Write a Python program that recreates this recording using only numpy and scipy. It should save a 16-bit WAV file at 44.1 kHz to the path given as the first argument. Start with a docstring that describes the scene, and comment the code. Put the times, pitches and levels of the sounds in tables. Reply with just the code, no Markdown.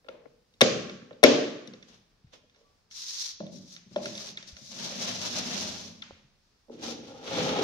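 """Close on a hard floor, hands tap a plastic food box, then snap its lid on at 0.6 s and 1.2 s: bursts ring its modes.
Light rubs lead to a push of hissing paper at 2.9 s, after a faint whistle at 2.6 s. Set down at 3.4 s, the box
slides with the paper over gritty concrete from 4.7 s: streams of tiny catches hiss, crunch and shake its walls.
From 6.7 s a second box is dragged, growing louder. A bare room answers with noise echoes over a steady hush;
a phone listens from above through a left and a right port."""
import sys
import numpy as np
from scipy import signal
from scipy.fft import rfft, irfft, next_fast_len
from scipy.io import wavfile
from scipy.ndimage import uniform_filter1d

SR = 44100
rng = np.random.default_rng(int(sys.argv[2]) if len(sys.argv) > 2 else 0)


def materialize(psi):
    """Save the field psi as 16-bit PCM at rate SR to the path in sys.argv[1].

    A 1-D psi becomes a single channel; in a 2-D psi each row is a channel.
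    """
    bounded = np.clip(np.atleast_2d(psi).T, -1, 1)
    quanta = np.round(bounded * 32767).astype(np.int16)
    wavfile.write(sys.argv[1], SR, quanta)


N = 336483  # length [samples]

# taps, snaps and paper cracks: (time [s], click peak before panning [dB], knock peak before panning [dB],
# click centre [Hz], knock centre [Hz], left minus right [dB])
BLOWS = [(0.044, -55, -53, 2070, 515, 1), (0.0624, -57, -53.5, 1910, 534, -8),
         (0.084, -37.5, -34, 1600, 550, 2), (0.086, -46.5, -63, 3740, 546, 35),
         (0.2558, -60, -50.5, 1450, 520, 27.5), (0.538, -54.5, -61, 6200, 244, 0),
         (0.6085, -12.5, -16.5, 3350, 830, 13), (0.6135, 1.5, -7.5, 3650, 590, -3.5),
         (0.6143, -35, -14.5, 3530, 210, 7), (0.616, -14, -38, 3500, 563, 26),
         (0.8946, -30.5, -42.5, 3360, 630, -3), (1.0172, -47.5, -42.5, 1590, 248, -3),
         (1.1078, -41.5, -38, 1790, 528, -3), (1.129, -48, -70, 3480, 511, -3),
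         (1.2302, -15.5, -9.5, 3230, 450, 10), (1.2338, -28, -5, 3470, 370, 3.5),
         (1.2372, 1.5, -1.5, 3070, 454, 7), (1.6743, -36, -38.5, 5920, 229, 6),
         (1.7357, -38, -44.5, 3520, 458, 1), (1.8254, -39, -69.5, 3870, 383, -4),
         (2.269, -61.5, -66, 3684, 257.7, -0.5), (2.4967, -51.5, -82.5, 3843, 556, -2),
         (2.5458, -54, -77, 3500, 621, -5), (2.5601, -55.5, -68, 4660, 530, -9),
         (2.911, -42, -83.5, 4480, 503, 9), (3.402, -41, -31, 2500, 231.7, 2.5),
         (3.405, -62.5, -34, 3460, 670, -0.5), (3.4653, -40, -45, 5300, 396, -1.5),
         (3.562, -45.5, -48.5, 5600, 208.4, 7), (3.862, -72, -49.5, 3970, 197, 5),
         (3.911, -66, -45, 4000, 197, 2), (4.612, -60, -50.5, 4000, 173, 11),
         (3.7632, -34.5, -76, 4200, 224, -3), (3.9601, -26.5, -18, 3400, 506, 2),
         (4.056, -22, -34.5, 4050, 213, -2), (4.152, -30.5, -52, 5440, 400, -4),
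         (4.177, -28.5, -68.5, 5210, 407, -3), (4.2865, -31.5, -45.5, 5030, 230, -3),
         (4.372, -25.5, -53.5, 3930, 225, -1.5), (4.426, -35, -52.5, 5050, 613, 1),
         (4.4875, -40, -79, 5670, 246, 9), (4.566, -36.5, -60, 4040, 252, -4),
         (6.0198, -37.5, -67, 5100, 246.6, 16), (6.023, -27, -73, 2900, 247, 1.5),
         (6.106, -57, -51, 1202, 450.4, -4.5), (6.683, -69.5, -47.5, 5140, 414, -9),
         (6.6966, -65, -33, 5080, 417, 2.5), (6.9202, -32, -32.5, 3540, 455, 0.5),
         (7.5888, -35, -20, 1880, 470, 1), (7.607, -43, -21, 1850, 504, 4)]
# stiff rim of the lid: (mode [Hz], relative level [dB], t60 [s])
RIM_MODES = [(1380, -1, 0.039), (1740, -1.5, 0.019), (2170, -3, 0.032), (2650, 1.5, 0.0076),
             (2900, -4.5, 0.0096), (3260, 0.5, 0.0057), (3588, 1.5, 0.016), (3850, -3.5, 0.021),
             (4632, 0, 0.0036), (5040, -13, 0.025), (5740, 5.5, 0.0026), (5600, -3, 0.024),
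             (7560, -17, .004), (8850, -21, 0.0033), (12000, -16.5, .003)]
# walls, lid and air of the box in the hands, the box on the floor, the second box:
# one list each of (mode [Hz], relative level [dB])
BOX_MODES = [
    [(178, -4), (232, -4.5), (282, -6), (332, -9), (400, -9.5), (480, 1), (530, 0.5), (595, -3.5),
     (850, -14.5), (1045, -7), (1320, -16)],
    [(135, -8.5), (178, -2.5), (212, -1.5), (290, -12), (385, -10.5), (490, -11.5), (550, 2), (600, 2),
     (700, -6.5), (800, -14), (1115, -14), (1340, -36)],
    [(190, -25.5), (240, -4), (325, -4), (425, -1.5), (480, 1.5), (530, -1.5), (655, -13), (820, -11.5),
     (1060, -17), (1320, -6.5)],
]
# when each of these boxes takes over: (time [s])
BOX_FROM_S = [0, 3.38, 6.5]
# where each box favours its modes when rubbed: (drumming [Hz], hollow [Hz])
RUBBED_CENTRES = [(185, 680), (205, 670), (245, 775)]
# short rubs and shuffles: (start [s], speeding up [s], steady [s], slowing [s], left minus right [dB],
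# then levels at full speed: paper hiss [dB], grit [dB], drumming [dB], hollow [dB])
RUBS = [(.09, 0.012, 0.06, 0.25, 7, -94, -71.5, -64.5, -55.5),
        (1.839, 0.046, 0.055, 0.18, 1.5, -61, -60.5, -74.5, -74.5),
        (2.289, 0.046, 0.0073, 0.11, -3, -58, -57, -74, -66),
        (2.488, 0.089, 0.042, .1, 1, -75, -74, -78.5, -64),
        (3.48, 0.043, 0.057, 0.09, 6.5, -55, -89.5, -56, -80.5),
        (3.58, 0.037, 0.09, 0.088, 1.5, -56.5, -83, -77, -83),
        (3.67, 0.058, 0.021, 0.15, 3, -51, -70, -72, -85),
        (3.839, 0.097, 0.097, .04, 5, -60, -62.5, -53, -71),
        (3.988, 0.043, 0.27, 0.068, 2, -43.5, -52, -69, -58),
        (4.45, 0.028, 0.0094, 0.19, 3, -48, -61.5, -64, -70),
        (4.539, 0.027, 0.33, 0.06, 4.5, -52.5, -81, -73, -77),
        (6.119, 0.023, 0.039, 0.076, -1.5, -78, -66.5, -89, -85),
        (6.76, 0.075, 0.043, 0.23, 2.5, -42, -44.5, -52.5, -41)]
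# long pushes: (left minus right [dB], the four levels at full effort [dB], list of (time [s], effort [dB]))
PUSHES = [(1.3, (-28.5, -58.5, -87, -73.5), [(2.895, -49.5), (2.912, -20), (2.956, -9.5), (3.08, -9.5),
          (3.17, -6), (3.25, -3), (3.29, -8.5), (3.335, -16), (3.42, -45.5)]),
          (1.2, (-35, -37.5, -48, -47.5), [(4.66, -48), (4.72, -8), (4.8, -4.5), (5.02, -2), (5.3, -1.5),
          (5.55, -1.5), (5.62, -2), (5.8, -6.5), (6.0, -22), (6.1, -51)]), (0.9, (-40, -34, -39, -35),
          [(6.68, -57), (6.72, -21), (7.0, -16), (7.21, -16.5), (7.27, -4.5), (7.3, -5.5), (7.43, 0.5),
          (7.47, -3), (7.56, 0.5), (7.63, -0.5)])]
# gain per dB of effort, one each for paper, grit, drumming, hollow: (slope [dB/dB])
EFFORT_SLOPES = [1.213, 1.47, 0.85, 1.22]
# spectrum of paper fibres catching: (frequency [Hz], relative level [dB])
PAPER_SPECTRUM = [(410, -69), (700, -40), (1020, -24), (1210, -27), (2920, -19.5), (3840, -8), (4990, -7),
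                  (5600, -4.5), (6400, -8), (7890, -24), (14600, -36.5), (16000, -46)]
# spectrum of grit crunching: (frequency [Hz], relative level [dB])
GRIT_SPECTRUM = [(500, -0.5), (800, -2), (1200, -4), (2000, -5), (3500, 0.5), (4500, -7.5), (7000, -79)]
# soft bumps of a hand on floor or phone, and at 6.109 s the broad pulse of a knock on the box: (time [s], level
# [dB], pitch [Hz], t60 [s])
BUMPS = [(2.244, -38, 134.6, 0.044), (2.267, -45.5, 84, 0.074), (4.527, -36, 70, 0.074),
         (6.1086, -20, 630, 0.0034), (6.123, -44, 87.4, 0.092), (6.2, -52, 151.3, 0.036),
         (6.246, -47, 138, 0.058)]
# room in octaves: (centre [Hz], t60 [s], level before the echo colour [dB], likeness of left and right [0-1])
ROOM_OCTAVES = [(90.5, 1, 6, 0.8), (196, 0.83, 3.5, 0.91), (367, 0.76, 2, 0.7), (660, 0.61, 0, 0.1),
                (1396.5, 0.87, -6.5, 0.14), (3000, 0.71, -2.5, 0.1), (5185, 0.63, -4, 0.1),
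                (11700, .33, -22, 0)]
# colour of the echoes as the phone's microphone hears them, dull above 7 kHz: (frequency [Hz], gain [dB])
ECHO_COLOUR = [(130, 5), (220, 1.5), (620, -2.5), (800, 0), (1800, 2.5), (3500, -0.5), (4300, -1.5),
               (6500, 1), (7500, -8.5), (16000, -18)]
# colour of the background hush: (frequency [Hz], relative level [dB])
HUSH_COLOUR = [(15, -63), (25, -3.5), (180, -12.5), (301, -18.5), (1040, -21.5), (1650, -25), (1790, -23.5),
               (3080, -28), (5280, -23.5), (7510, -34), (14000, -46), (16000, -35.5)]

KNOCK_FOCUS_DB, CLICK_FOCUS_DB, RUB_FOCUS_DB = 4, 4, 13  # fall of modes per squared octave from the centre
RING_CYCLES = 25  # swings in which a wall fades by 60 dB, unless the limit below cuts it short
LONGEST_RING_S = .034  # hands and floor damp the deep walls to this t60
PUSH_CYCLES = 0.36  # contact lasts this share of the knock's period
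THUD_DB, CRACK_DB = -19, -7  # broad thud beside the box modes, broad crack beside the rim modes
CLICK_T60_S = .017  # spray of slips in a light click
SNAP_SHORTENS = 0.45  # share by which the spray of a 0 dB click fades faster
SPEED_POWER = 3.4  # amplitude of a rub follows this power of its speed
JUDDER_DB = 1.8  # level spread as a slide catches and lets go
FLEX, GRIP_DB = .045, 5  # a pushed box flexes: pitch spread (share), level spread of each grip
BOX_FLOOR_HZ = 106  # so small a box sends out no deep bass
WHISTLE_START_S, WHISTLE_END_S = 2.6, 2.79
WHISTLE_HZ, WHISTLE_DB = 1150, -69  # centre pitch and level, both wavering
ECHO_CHANGE_S = .5  # the echo pattern is redrawn and crossfaded at this interval
HUSH_DB = -69.5  # rms
RIGHT_LAG = 9  # the right port hears later [samples]
TOP_HZ = 15550  # upper limit of the phone


def blows():
    """Contact excites box and rim modes; rows are left port, right port and what the walls receive."""
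    out = np.zeros((3, N))
    for s, click_db, knock_db, click_hz, knock_hz, pan_db in BLOWS:
        box = box_modes(np.searchsorted(BOX_FROM_S, s) - 1)
        split = len(box)
        counts = [split, len(RIM_MODES)]
        mode_hz = np.array(box + RIM_MODES)[:, 0]
        chance = rng.standard_normal((2, len(mode_hz)))
        scatter_db, drift = 2 * chance[0], 1 + .015 * chance[1]  # each blow lands elsewhere
        # modes far from the struck spot's own pitch stay quiet
        octaves = np.log2(mode_hz / np.repeat([knock_hz, click_hz], counts))
        share_db = scatter_db - np.repeat([KNOCK_FOCUS_DB, CLICK_FOCUS_DB], counts) * octaves ** 2
        knock = hollow_knock(box, share_db[:split], drift[:split], knock_hz)
        click = sharp_click(share_db[split:], drift[split:], click_hz, click_db)
        left, right = undb([pan_db / 2, -pan_db / 2])
        add(out, s, undb(knock_db) * knock / np.abs(knock).max(), [left, right, 1])
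        add(out, s, click, [left, right, 0])
        # the walls hear the rim from all sides at once, which evens out the colour
        to_walls = band(impulse(SR // 8), click_hz / 3, click_hz * 1.9)
        same_energy = np.sqrt(np.sum(click ** 2) / np.sum(to_walls ** 2))
        add(out, s, to_walls * same_energy, [0, 0, 1])
    return out


def hollow_knock(box, share_db, drift, knock_hz):
    """Soft plastic gives way for a moment, so a smooth push drives the walls and a broad thud."""
    walls = ring(box, share_db, drift)
    thud = impulse(len(walls)) * undb(THUD_DB) * np.sqrt(np.sum(walls ** 2) * SR / knock_hz)
    push = np.hanning(int(PUSH_CYCLES * SR / knock_hz))
    knock = signal.fftconvolve(walls + thud, push)
    knock = band(knock, knock_hz / 2.4, knock_hz * 2.3)
    return band(knock, knock_hz / 2.4, knock_hz * 3)


def sharp_click(share_db, drift, click_hz, click_db):
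    """A fading spray of tiny slips excites the stiff rim; harder snaps are shorter and brighter."""
    rim = ring(RIM_MODES, share_db, drift)
    rim = rim + impulse(len(rim)) * undb(CRACK_DB) * np.sqrt(np.sum(rim ** 2))
    # only a hard snap reaches the highest treble
    top_hz = np.clip(click_hz * (1.7 + 6 * undb(click_db)), 0, 11000)
    rim = band(band(rim, click_hz / 3, top_hz), click_hz / 6, top_hz)
    t = np.arange(SR // 20) / SR
    fade = 1000. ** (-t / CLICK_T60_S * (1 + SNAP_SHORTENS * undb(click_db)))
    click = signal.fftconvolve(rim, rng.standard_normal(len(t)) * fade)
    return click * undb(click_db) / np.abs(click).max()


def box_modes(which):
    """Modes (Hz, dB, t60 s): equal loss per swing, with the ring of the deeper ones held to a limit."""
    return [(hz, db, min(RING_CYCLES / hz, LONGEST_RING_S)) for hz, db in BOX_MODES[which]]


def ring(modes, extra_db, drift):
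    """Modes answer an impulse as fading sines; successive ones swing in opposite senses."""
    hz, db, t60 = np.transpose(modes)[:, :, None]
    t = np.arange(SR // 8) / SR
    sense = (-1.) ** np.arange(len(modes))[:, None]
    level = sense * undb(db + extra_db[:, None])
    swing = np.sin(2 * np.pi * hz * drift[:, None] * t)
    return np.sum(level * swing * 1000. ** (-t / t60), axis=0)


def slides():
    """Paper hisses over the floor, grit crunches under the load and shakes the box; third row to the walls."""
    hiss, crunch, drumming, hollow = pressure()
    # the sheet is wide, so each port hears other fibres
    paper = np.array([colour(grains(7000, 2.2), PAPER_SPECTRUM) * undb(1.6 * walk(40)) for _ in range(2)])
    grit = np.array([colour(grains(8000, 1.8), GRIT_SPECTRUM) * undb(0.81 * walk(30)) for _ in range(2)])
    which = np.searchsorted(BOX_FROM_S, np.arange(N) / SR, "right") - 1
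    hums = [[shaken(k, hz) for hz in centres] for k, centres in enumerate(RUBBED_CENTRES)]
    low, high = np.choose(which, hums)
    ports = hiss * unit(paper) + crunch * unit(grit) + drumming * low + hollow * high
    ports = ports * undb(JUDDER_DB * unit(walk(18) + walk(70)))
    return np.vstack([ports, ports.mean(axis=0)])


def pressure():
    """Gains of paper, grit, drumming and hollow at both ports: speed and effort set them, powers add."""
    t, power = np.arange(N) / SR, np.zeros((4, 2, N))
    for start, rise, steady, fall, pan_db, *db in RUBS:
        speed = np.interp(t, np.cumsum([start, rise, steady, fall]), [0, 1, 1, 0])
        power += port_gains(db, pan_db) ** 2 * speed ** (2 * SPEED_POWER)
    for pan_db, db, effort in PUSHES:
        effort_db = np.interp(t, *np.transpose(effort), left=-200, right=-200)
        effort_gain = undb(np.outer(EFFORT_SLOPES, effort_db))[:, None]
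        power += (port_gains(db, pan_db) * effort_gain) ** 2
    return np.sqrt(power)


def port_gains(db, pan_db):
    """Half the level difference raises the left port, half lowers the right."""
    return undb(np.add.outer(db, [pan_db / 2, -pan_db / 2]))[:, :, None]


def shaken(which, centre_hz):
    """Dense jolts keep modes near a pitch sounding; three grips, flexed apart in pitch, wax and wane."""
    mode_hz = np.array(BOX_MODES[which])[:, 0]
    share_db = -RUB_FOCUS_DB * np.log2(mode_hz / centre_hz) ** 2
    hum = 0
    for flex in 1 - FLEX, 1, 1 + FLEX:
        jolts = grains(500, 2.5) * undb(3.5 * walk(25) + GRIP_DB * walk(6))
        response = ring(box_modes(which), share_db, np.full(len(share_db), flex))
        hum = hum + signal.fftconvolve(jolts, response)[:N]
    return unit(hum)


def grains(per_s, spread_db):
    """Tiny catches of a rough surface: random clicks whose uneven boost is capped."""
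    size = undb(spread_db * np.minimum(rng.exponential(size=N), 3))
    return (rng.random(N) < per_s / SR) * rng.standard_normal(N) * size


def bumps():
    """Dull thumps, quick-rising fading sines, heard at the ports without echoes."""
    out, t = np.zeros((2, N)), np.arange(SR // 4) / SR
    for s, db, hz, t60 in BUMPS:
        swell = np.clip(t * hz * 2, 0, 1) * 1000. ** (-t / t60)
        add(out, s, undb(db) * swell * np.sin(2 * np.pi * hz * t), [1, .8])
    return out


def whistle():
    """A thin sine with wavering phase and level swells and fades."""
    t = np.arange(N) / SR
    progress = np.clip((t - WHISTLE_START_S) / (WHISTLE_END_S - WHISTLE_START_S), 0, 1)
    level = undb(WHISTLE_DB + 3 * walk(60)) * np.sin(np.pi * progress) ** 2
    return level * np.sin(2 * np.pi * WHISTLE_HZ * t + .6 * walk(40))


def room(x):
    """Echoes whose fine pattern changes steadily, crossfaded."""
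    out, hop = np.zeros((2, N)), int(ECHO_CHANGE_S * SR)
    padded, fade = np.pad(x, (hop, 2 * hop)), np.sqrt(np.hanning(2 * hop))
    for i in range(0, N + hop, hop):
        wet = signal.fftconvolve((padded[i:i + 2 * hop] * fade)[None], echoes(), axes=1)
        add(out, max(i - hop, 0) / SR, wet[:, max(hop - i, 0):], [1, 1])
    return out


def echoes(first_s=0.0056, build_s=0.0016):
    """Dense echoes build up after the first wall, each octave dying at its own pace."""
    t, tail = np.arange(int(1.2 * SR)) / SR, 0
    for hz, t60, db, alike in ROOM_OCTAVES:
        fade = 1000. ** (-t / t60) * np.clip((t - first_s) / build_s, 0, 1)
        share = np.sqrt(hz / SR / np.sum(fade ** 2))  # a wider octave holds more of the energy
        tail = tail + undb(db) * share * fade * pair(len(t), hz, alike)
    return colour(tail, ECHO_COLOUR)


def hush():
    """The quiet room and the phone's own hiss: octaves of wavering noise, the bass more alike on both ports."""
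    octaves = [(36.5, 0.5)] + [(hz, alike) for hz, _, _, alike in ROOM_OCTAVES]
    white = sum(np.sqrt(hz) * undb(1.5 * walk(12)) * pair(N, hz, alike) for hz, alike in octaves)
    return undb(HUSH_DB) * unit(colour(white, HUSH_COLOUR))


def pair(size, hz, alike):
    """One octave of noise for both ports; shared and opposed parts set their likeness."""
    mid, side = (unit(band(rng.standard_normal(size), hz / np.sqrt(2), hz * np.sqrt(2))) for _ in range(2))
    alike = np.clip(alike, 0, 1)
    return np.sqrt((1 + alike) / 2) * mid + np.sqrt((1 - alike) / 2) * side * np.array([[1], [-1]])


def walk(rate):
    """Random levels held 1 / rate s and slewed; spread 1."""
    k = int(SR / rate)
    held = np.repeat(rng.standard_normal(N // k + 1), k)
    return unit(uniform_filter1d(held, k)[:N])


def undb(db):
    """Decibels to amplitude."""
    return 10 ** (np.asarray(db) / 20)


def unit(x):
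    """Scale to rms 1."""
    return x / np.sqrt(np.mean(x ** 2))


def impulse(size):
    """A single-sample push at the start."""
    return 1. * (np.arange(size) == 0)


def colour(x, shape):
    """Weight a sound by (Hz, dB) points, joined along log frequency."""
    hz, db = np.transpose(shape)
    size = next_fast_len(x.shape[-1])
    bins = np.maximum(np.arange(size // 2 + 1) * SR / size, 1)
    gain = undb(np.interp(np.log(bins), np.log(hz), db))
    return irfft(rfft(x, size) * gain, size)[..., :x.shape[-1]]


def band(x, lo_hz, hi_hz):
    """Band-pass."""
    return signal.sosfilt(signal.butter(2, [lo_hz, hi_hz], "band", fs=SR, output="sos"), x)


def add(out, s, sound, gains):
    """Place a sound in time, with one gain for each row."""
    i = round(s * SR)
    sound = sound[..., :N - i]
    out[:, i:i + sound.shape[-1]] += sound * np.reshape(gains, (-1, 1))


def scene():
    """Near sounds reach the right port a little later; echoes and hush join them at the phone."""
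    no_bass = signal.butter(3, BOX_FLOOR_HZ, "high", fs=SR, output="sos")
    near = signal.sosfilt(no_bass, blows() + slides())
    heard = near[:2] + bumps() + whistle()
    heard[1] = np.concatenate([np.zeros(RIGHT_LAG), heard[1, :-RIGHT_LAG]])
    return heard + room(near[2]) + hush()


def record(dry):
    """The phone clips peaks beyond full scale and cuts the top."""
    clipped = np.clip(dry, -1, 1)
    cut_top = signal.ellip(8, .2, 70, TOP_HZ, fs=SR, output="sos")
    return np.clip(signal.sosfilt(cut_top, clipped), -1, 1)


dry = scene()
out = record(dry)
materialize(out)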